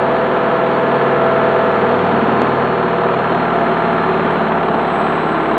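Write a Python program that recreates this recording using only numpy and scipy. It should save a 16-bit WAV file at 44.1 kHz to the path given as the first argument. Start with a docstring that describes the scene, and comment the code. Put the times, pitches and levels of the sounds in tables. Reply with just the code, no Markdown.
"""A front-loading washing machine's drum at the end of its spin, heard close to the control panel.
The unbalanced drum turns 20 times a second and rocks the cabinet: loose parts knock on every swing,
panels boom, and the tub thumps and now and then clunks. The motor whines and its belt buzzes, beating
against the drum's tones. After 1.76 s it coasts, and the tones sink through the cabinet's resonances
(the pitches it rings at). Air and bearings rush; the loudest knocks overload the recorder and click."""
import sys
import numpy as np
from scipy import signal
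from scipy.fft import rfft, irfft, next_fast_len
from scipy.io import wavfile
from scipy.ndimage import uniform_filter1d, map_coordinates

SR = 44100
rng = np.random.default_rng(int(sys.argv[2]) if len(sys.argv) > 2 else 0)


def unload_wav(signal):
    """Save mono or channel-first audio to the path in sys.argv[1] as 16-bit WAV at rate SR, clipped to [-1, 1]."""
    wavfile.write(
        sys.argv[1],
        SR,
        np.round(np.clip(np.atleast_2d(signal).T, -1, 1) * 32767).astype(np.int16),
    )


N = 246071

# loose parts, each hit once a turn: place_in_turn (0-1), strength_db
LOOSE_PARTS = [(.27, 1.5), (.42, -3.5), (.83, 0.5)]
# strength of the drum's tones between the resonances: pitch_hz, level_db
KNOCK_SPECTRUM = [(100, -54.5), (200, -56.5), (300, -39.5), (420, -54.5), (540, -56.5), (700, -44.5),
                  (1000, -40.5), (1400, -43.5), (1700, -45.5), (2000, -54), (2600, -61.5), (3500, -69),
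                  (4900, -100)]
# cabinet resonances, driven by odd and even multiples of the drum speed:
# pitch_hz, width_hz, rocking_odd_db, rocking_even_db, bouncing_odd_db, bouncing_even_db
CABINET_RESONANCES = [(138.0, 8.0, -30.5, -21.5, -29.5, -29.5), (170.0, 25.0, -29.5, -39.5, -29.0, -55.0),
                      (201.5, 11.0, -27.0, -33.5, -28.5, -35.5), (235.0, 63.0, -32.0, -39.0, -33.0, -32.0),
                      (321, 7, -36, -38, -30, -26), (374.5, 19.5, -39.5, -30.5, -35.0, -34.0),
                      (426.5, 72.5, -27.5, -38.5, -32.5, -30.5), (476.5, 28.0, -22.5, -44.0, -38.0, -33.5),
                      (499.5, 11.5, -24.5, -50.5, -42.5, -55.0), (556.0, 45.5, -33.0, -39.5, -40.0, -38.5),
                      (619.5, 58.0, -34.0, -35.0, -35.5, -36.0), (661, 8, -24, -55, -35, -33),
                      (681.5, 37.5, -27.0, -38.5, -39.0, -27.5), (764, 18, -35, -39, -50, -28),
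                      (828.0, 49.5, -35.0, -36.5, -37.5, -35.0), (886.0, 39.5, -36.5, -34.5, -33.5, -36.5),
                      (960.0, 44.0, -40.0, -36.0, -39.5, -34.5), (1038.5, 36.0, -33.5, -37.0, -40.0, -35.5),
                      (1103, 9, -38, -45, -55, -55), (1199.0, 90.0, -40.0, -36.5, -36.0, -40.5),
                      (1308.5, 17.5, -30.0, -32.5, -36.0, -40.0),
                      (1361.5, 27.0, -35.5, -34.5, -32.5, -35.5),
                      (1468.0, 31.0, -55.0, -46.0, -42.0, -47.0),
                      (1543.0, 62.5, -50.0, -44.5, -50.0, -55.0), (1721.5, 8.0, -45.5, -37.0, -38.5, -44.5)]
# how the level changes over time: time_s, drone_and_rush_db, hum_db
LEVEL_CURVES = [(0, 0, 5), (.5, 0.5, 1.5), (1.05, 1, -2.5), (1.5, 1.5, 2.5), (2.45, 1.5, 4.5),
                (2.75, -.5, 5), (3.6, 1, -4), (4.3, 1.5, 1), (4.7, -1, 0), (5.05, 1, 0), (5.58, 0, -8)]
# the deepest hum: multiple_of_drum_speed, level_db, share_of_hum_curve (0-1)
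HUM_TONES = [(3, -46, 0.05), (4, -55, .8), (5, -41.5, 0.86)]
# the three large panels: pitch_hz, width_hz
PANEL_RESONANCES = [(228, 81), (376, 16), (480, 120)]
# how loudly they boom: time_s, low_panel_db, middle_panel_db, high_panel_db
PANEL_LEVELS = [(0, -37.5, -32, -26.5), (1.5, -32, -28.5, -28.5), (2.3, -21.5, -29.5, -32),
                (2.9, -36, -29.5, -28.5), (4.1, -34, -24.5, -43), (4.9, -31.5, -39, -41),
                (5.58, -46, -37, -44)]
# the tub hits bottom: start_s, level_db
TUB_HITS = [(0.145, -20), (3.161, -20), (3.319, -12), (4.577, -19), (4.632, -15), (4.684, -10.5),
            (4.743, -10.5), (4.794, -15)]
# tone colour of those hits: pitch_hz, relative_db
CLUNK_SPECTRUM = [(80, -32), (200, -7.5), (390, 6), (520, -3), (850, -2), (1500, -12), (2200, -31),
                  (4000, -28.5), (5000, -63), (12000, -97)]
# motor shaft tones: multiple_of_motor_speed, loaded_db, coasting_db
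SHAFT_TONES = [(1, -35, -39), (2, -33, -44), (3, -42, -40), (4, -37, -43), (5, -39, -45)]
# resonances that the shaft tones sink through: pitch_hz, width_hz, peak_db
SHAFT_RESONANCES = [(229, 12, -28.5), (241, 8, -31), (485, 18, -32), (685, 32, -28), (893, 26, -36),
                    (957, 40, -35), (1178, 80, -34)]
# whine of the motor's slots and commutator (its turning contacts):
# multiple_of_motor_speed, loaded_db, coasting_db, flutter_hz
WHINE_TONES = [(16, -59.5, -69.5, 3), (18, -56.5, -54, 6.9), (36, -63.5, -65.5, 22), (54, -85, -93.5, 15)]
# motor housing resonances that lift the whine: pitch_hz, width_hz, lift_db
HOUSING_RESONANCES = [(4290, 94, 2.5), (8150, 52, 6), (7940, 100, 10.5)]
# motor mount resonances, shaken by lumps in the belt: pitch_hz, width_hz, peak_db
MOUNT_RESONANCES = [(350, 16, -35), (375, 30, -26.5), (555, 30, -38), (650, 16, -32), (686, 32, -29),
                    (712, 18, -33.5), (790, 70, -34), (858, 30, -35), (886, 22, -35)]
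# tone colour of air and bearings, also used for the tub's thump: pitch_hz, relative_db
RUSH_SPECTRUM = [(25, -38), (80, -24.5), (150, -12), (220, -3.5), (350, -2), (500, -2.5), (820, -0.5),
                 (1000, -1), (1400, -3), (2000, -7.5), (3200, -14.5), (4300, -24.5), (4750, -35.5),
                 (7400, -42.5), (10500, -50.5), (13000, -69)]
# clicks as the loudest knocks overload the recorder, and faint rattles: time_s, click_db, rattle_db
CLICKS_AND_RATTLES = [(1.916, -30, -42), (1.983, -46, -42), (2.045, -44, -41), (2.4185, -12.5, -48),
                      (2.483, -46, -41)]
# ringing of the sheet metal: pitch_hz, width_hz, lift_db
SHEET_RESONANCES = [(685, 50, 5), (810, 50, 2), (885, 40, 2), (1040, 40, 2), (1195, 60, 2), (1305, 22, 4),
                    (1360, 35, 5), (1722, 35, 4)]
# dips in the recorder's treble response, applied to all but the clicks and rattles: pitch_hz, width_hz
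RECORDER_DIPS = [(4780, 410), (5870, 910), (8600, 1540), (12000, 1900)]

TIME_S = np.arange(N) / SR
SPIN_HZ, POWER_OFF_S, SLOWING_HZ_PER_S = 20.022, 1.76, .582


def drum_speed(time_s):
    """Turns per second: steady until the power is cut, then friction slows the drum evenly."""
    return SPIN_HZ - SLOWING_HZ_PER_S * np.maximum(time_s - POWER_OFF_S, 0)


def drum_drone(drum_turns, unevenness=.11, waver_db=1.84, bounce_at_s=3.28, bounce_fade_s=.22):
    """Knocks repeat every turn and merge into a stack of tones; each swells as it passes a resonance."""
    start_s = turn_times(drum_turns)
    multiple = np.arange(180)
    hz = np.maximum(multiple * drum_speed(start_s), 1)
    odd = multiple % 2
    # as the drum slows, the cabinet goes from rocking to bouncing
    bouncing = np.clip(.5 + (start_s - bounce_at_s) / bounce_fade_s, 0, 1)
    power = spectrum_gain(hz, KNOCK_SPECTRUM) ** 2
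    for centre_hz, width_hz, rock_odd, rock_even, bounce_odd, bounce_even in CABINET_RESONANCES:
        rock_db = np.where(odd, rock_odd, rock_even)
        bounce_db = np.where(odd, bounce_odd, bounce_even)
        db = (1 - bouncing) * rock_db + bouncing * bounce_db
        power += (from_db(db) * bell(hz, centre_hz, width_hz)) ** 2
    power *= hz > KNOCK_SPECTRUM[0][0]  # no tones below the table's lowest pitch
    knocks = loose_part_knocks(hz, multiple)
    knocks /= np.abs(knocks) ** (1 - unevenness)
    waver = unit_level(uniform_filter1d(rng.standard_normal(hz.shape), size=6, axis=0))
    return play_turns(drum_turns, np.sqrt(power) * from_db(waver_db * waver) * knocks)


def loose_part_knocks(hz, multiple, ring_s=.17):
    """What the knocks add to each drum tone: every loose part rings briefly from its place in the turn."""
    age_s = np.arange(SR // 5) / SR
    fade = from_db(-60 * age_s / ring_s)
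    tones = 0
    for place, db in LOOSE_PARTS:
        ringing = rfft(rng.standard_normal(len(age_s)) * fade, SR)  # one value per Hz
        delay = np.exp(-2j * np.pi * multiple * place)
        tones += from_db(db) * ringing[np.round(hz).astype(int)] * delay
    return tones / np.sqrt(np.mean(np.abs(tones) ** 2))


def deep_hum(drum_turns, curve_db):
    """The whole machine hums at low multiples of the drum speed."""
    return sum(tone(multiple * drum_turns, db + share * curve_db, waver_db=2, wobble_rad=.21)
               for multiple, db, share in HUM_TONES)


def panel_boom(drum_turns, throb_depth=.55, place_in_turn=.64):
    """Random shaking keeps the large panels booming at their own pitches, with a throb once a turn."""
    boom = 0
    for level_db, (hz, width_hz) in zip(curves(PANEL_LEVELS), PANEL_RESONANCES):
        shaking = rng.standard_normal(N)
        swing = unit_level(resonate(resonate(shaking, hz, width_hz), hz, width_hz))
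        power = np.abs(uniform_filter1d(swing ** 2, SR // 16)) + 1e-3
        boom += from_db(level_db) * unit_level(swing / np.sqrt(power))  # friction evens out the swings
    throb = 1 + throb_depth * np.cos(2 * np.pi * (drum_turns - place_in_turn))
    return unit_level(throb) * boom


def tub_thump(drum_turns, load, place_in_turn=.28, fade_db_per_turn=32.5):
    """Once a turn the tub meets its dampers: a sudden clatter that dies before the next."""
    burst = from_db(-fade_db_per_turn * ((drum_turns - place_in_turn) % 1))
    level_db = db_at_load(load, loaded_db=-33, coasting_db=-32.5)
    return from_db(level_db) * sheet_metal(burst * rng.standard_normal(N), RUSH_SPECTRUM)


def tub_clunks(decay_s=.013):
    """Now and then the tub hits bottom hard and the cabinet gives a dull clunk."""
    bursts = sum(from_db(db) * (TIME_S >= start_s) * np.exp(-np.abs(TIME_S - start_s) / decay_s)
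                 for start_s, db in TUB_HITS)
    level = np.sqrt(np.mean(bursts ** 2))
    return level * sheet_metal(bursts * rng.standard_normal(N), CLUNK_SPECTRUM)


def motor_shaft(motor_hz, motor_turns, load):
    """The turning shaft gives tones that swell as they sink through resonances."""
    shaft = 0
    for multiple, loaded_db, coasting_db in SHAFT_TONES:
        power = from_db(db_at_load(load, loaded_db, coasting_db)) ** 2
        power += resonance_power(multiple * motor_hz, SHAFT_RESONANCES)
        shaft += np.sqrt(power) * tone(multiple * motor_turns, 0, waver_db=-1, wobble_rad=.056)
    return shaft


def motor_whine(motor_hz, motor_turns, drum_turns, load, flutter_depth=.35, pulse_depth=.16):
    """Slots and commutator give a thin whine that fades in and out and pulses as the tub swings."""
    whine = 0
    for multiple, loaded_db, coasting_db, flutter_hz in WHINE_TONES:
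        db = db_at_load(load, loaded_db, coasting_db)
        for hz, width_hz, lift_db in HOUSING_RESONANCES:
            db += lift_db * bell(multiple * motor_hz, hz, width_hz)
        flutter = np.abs(1 + flutter_depth * drift(flutter_hz))
        whine += flutter * tone(multiple * motor_turns, db, waver_db=-2, wobble_rad=.22)
    return whine * (1 + pulse_depth * np.cos(2 * np.pi * drum_turns))


def belt_buzz(drum_hz, load, laps_per_turn=.7462, creep=.0009, tone_count=130):
    """Lumps in the belt repeat every lap; their tones fall between the drum's and beat against them."""
    laps = np.cumsum(drum_hz * laps_per_turn * (1 + creep * load)) / SR
    hz = np.arange(tone_count) * laps_per_turn * drum_speed(turn_times(laps))
    power = (from_db(-42) * bell(hz, centre_hz=670, width_hz=1760)) ** 2
    power *= hz > CABINET_RESONANCES[0][0]  # the broad buzz starts above the lowest cabinet resonance
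    power += resonance_power(hz, MOUNT_RESONANCES)
    phases = np.exp(2j * np.pi * rng.random(tone_count))
    return play_turns(laps, np.sqrt(power) * phases)


def air_rush(drum_turns, throb_db=-.66, place_in_turn=.12):
    """Air and bearings roar, swelling a little as the drum swings, twice a turn."""
    swell = from_db(throb_db * np.cos(4 * np.pi * (drum_turns - place_in_turn)))
    return sheet_metal(swell * rng.standard_normal(N), RUSH_SPECTRUM)


def overload_clicks(click_s=.0002, knock_s=.0007, knock_db=11, rattle_decay_s=.0033):
    """Sharp pulses imitate the loudest knocks overloading the recorder; a few faint rattles join in."""
    age_s = np.arange(-SR // 100, SR // 10) / SR
    click = pulse(age_s, click_s) + from_db(knock_db) * pulse(age_s, knock_s)
    fade = (age_s > 0) * np.exp(-np.abs(age_s) / rattle_decay_s)
    clicks, rattles = np.zeros(N), np.zeros(N)
    for time_s, click_db, rattle_db in CLICKS_AND_RATTLES:
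        span = round((time_s + age_s[0]) * SR) + np.arange(len(age_s))
        clicks[span] += from_db(click_db) * click
        rattles[span] += from_db(rattle_db) * fade * rng.standard_normal(len(age_s))
    click_band = signal.butter(2, [300, 7500], "band", fs=SR, output="sos")
    return signal.sosfilt(click_band, clicks) + resonate(rattles + 1e-18, hz=5200, width_hz=1100)


def sheet_metal(sound, spectrum):
    """The cabinet gives a sound a broad tone colour and rings along with it; comes out at level 1."""
    size = next_fast_len(N)
    bin_hz = np.maximum(np.arange(size // 2 + 1) * SR / size, 1)
    shaped = irfft(rfft(sound, size) * spectrum_gain(bin_hz, spectrum), size)[:N]
    ringing = sum((from_db(lift_db) - 1) * resonate(shaped, hz, width_hz)
                  for hz, width_hz, lift_db in SHEET_RESONANCES)
    return unit_level(shaped + ringing)


def pulse(age_s, length_s):
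    """One brief half-sine bump, centred on age zero."""
    return np.cos(np.pi * age_s / length_s) * (np.abs(age_s) < length_s / 2)


def turn_times(turns):
    """The second at which each turn begins, as a column."""
    return np.interp(np.arange(int(turns[-1]) + 2), turns, TIME_S)[:, None]


def play_turns(turns, tones, size=8192):
    """Builds one wave per turn from its row of tones, and blends from each wave into the next."""
    waves = irfft(tones / np.sqrt(2), size) * size
    return map_coordinates(waves, [turns, turns % 1 * size], order=1, mode="grid-wrap")


def tone(cycles, db, waver_db, wobble_rad):
    """A sine that follows a rotation, wavering a little in level and phase."""
    phase = 2 * np.pi * (cycles + rng.random()) + wobble_rad * drift(2.2)
    return np.sqrt(2) * from_db(db + waver_db * drift(1.6)) * np.sin(phase)


def drift(rate_hz):
    """A smooth random wander of about 1 either way, worked out every 100 samples."""
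    keep = np.exp(-200 * np.pi * rate_hz / SR)
    noise = rng.standard_normal(N // 100 + 1002)
    slow = signal.lfilter([1], [1, -2 * keep, keep * keep], noise)[1000:]
    return np.interp(np.arange(N) / 100, np.arange(len(slow)), unit_level(slow))


def resonate(sound, hz, width_hz):
    """Lets one pitch through at full strength and weakens the rest."""
    keep = np.exp(-np.pi * width_hz / SR)
    feedback = [1, -2 * keep * np.cos(2 * np.pi * hz / SR), keep * keep]
    return signal.lfilter(np.array([1, 0, -1]) * (1 - keep * keep) / 2, feedback, sound)


def bell(hz, centre_hz, width_hz):
    """The bell-shaped curve of a resonance, 1 on top."""
    return 1 / (1 + (2 * (hz - centre_hz) / width_hz) ** 2)


def resonance_power(hz, resonances):
    """The power that a set of resonances gives a tone at this pitch."""
    return sum((from_db(db) * bell(hz, centre, width)) ** 2 for centre, width, db in resonances)


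def spectrum_gain(hz, spectrum):
    """Reads a tone colour table at any pitch, as a gain."""
    pitch_hz, db = np.transpose(spectrum)
    return from_db(np.interp(np.log(hz), np.log(pitch_hz), db))


def curves(rows):
    """Turns a table of times and levels into one curve per level column."""
    time_s, *columns = np.transpose(rows)
    return [np.interp(TIME_S, time_s, column) for column in columns]


def db_at_load(load, loaded_db, coasting_db):
    return coasting_db + load * (loaded_db - coasting_db)


def unit_level(sound):
    return sound / np.sqrt(np.mean(sound ** 2) + 1e-20)


def from_db(db):
    return 10 ** (np.asarray(db) / 20)


def scene(belt_ratio=12.202, belt_slip=.0044, unload_s=.15):
    """Works out the drum's speed and the motor's load, then mixes all the sounds into one channel."""
    drum_hz = drum_speed(TIME_S)
    drum_turns = np.cumsum(drum_hz) / SR
    load = np.clip(.5 - (TIME_S - POWER_OFF_S) / unload_s, 0, 1)  # 1 driving, 0 coasting
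    motor_hz = drum_hz * belt_ratio * (1 + belt_slip * load)
    motor_turns = np.cumsum(motor_hz) / SR
    swell_db, hum_db = curves(LEVEL_CURVES)
    mix = from_db(swell_db - .5) * drum_drone(drum_turns)
    mix += deep_hum(drum_turns, hum_db) + panel_boom(drum_turns)
    mix += tub_thump(drum_turns, load) + tub_clunks()
    mix += from_db(swell_db - 24) * air_rush(drum_turns)
    mix += from_db(-3.5) * belt_buzz(drum_hz, load)
    mix += motor_shaft(motor_hz, motor_turns, load)
    mix += motor_whine(motor_hz, motor_turns, drum_turns, load)
    for hz, width_hz in RECORDER_DIPS:
        mix -= resonate(mix, hz, width_hz)
    return (mix + overload_clicks())[None]


def record(dry):
    """Cuts the highest treble, above about 16 kHz."""
    return signal.sosfilt(signal.cheby2(12, 70, 16500, fs=SR, output="sos"), dry)


dry = scene()
out = record(dry)
unload_wav(out)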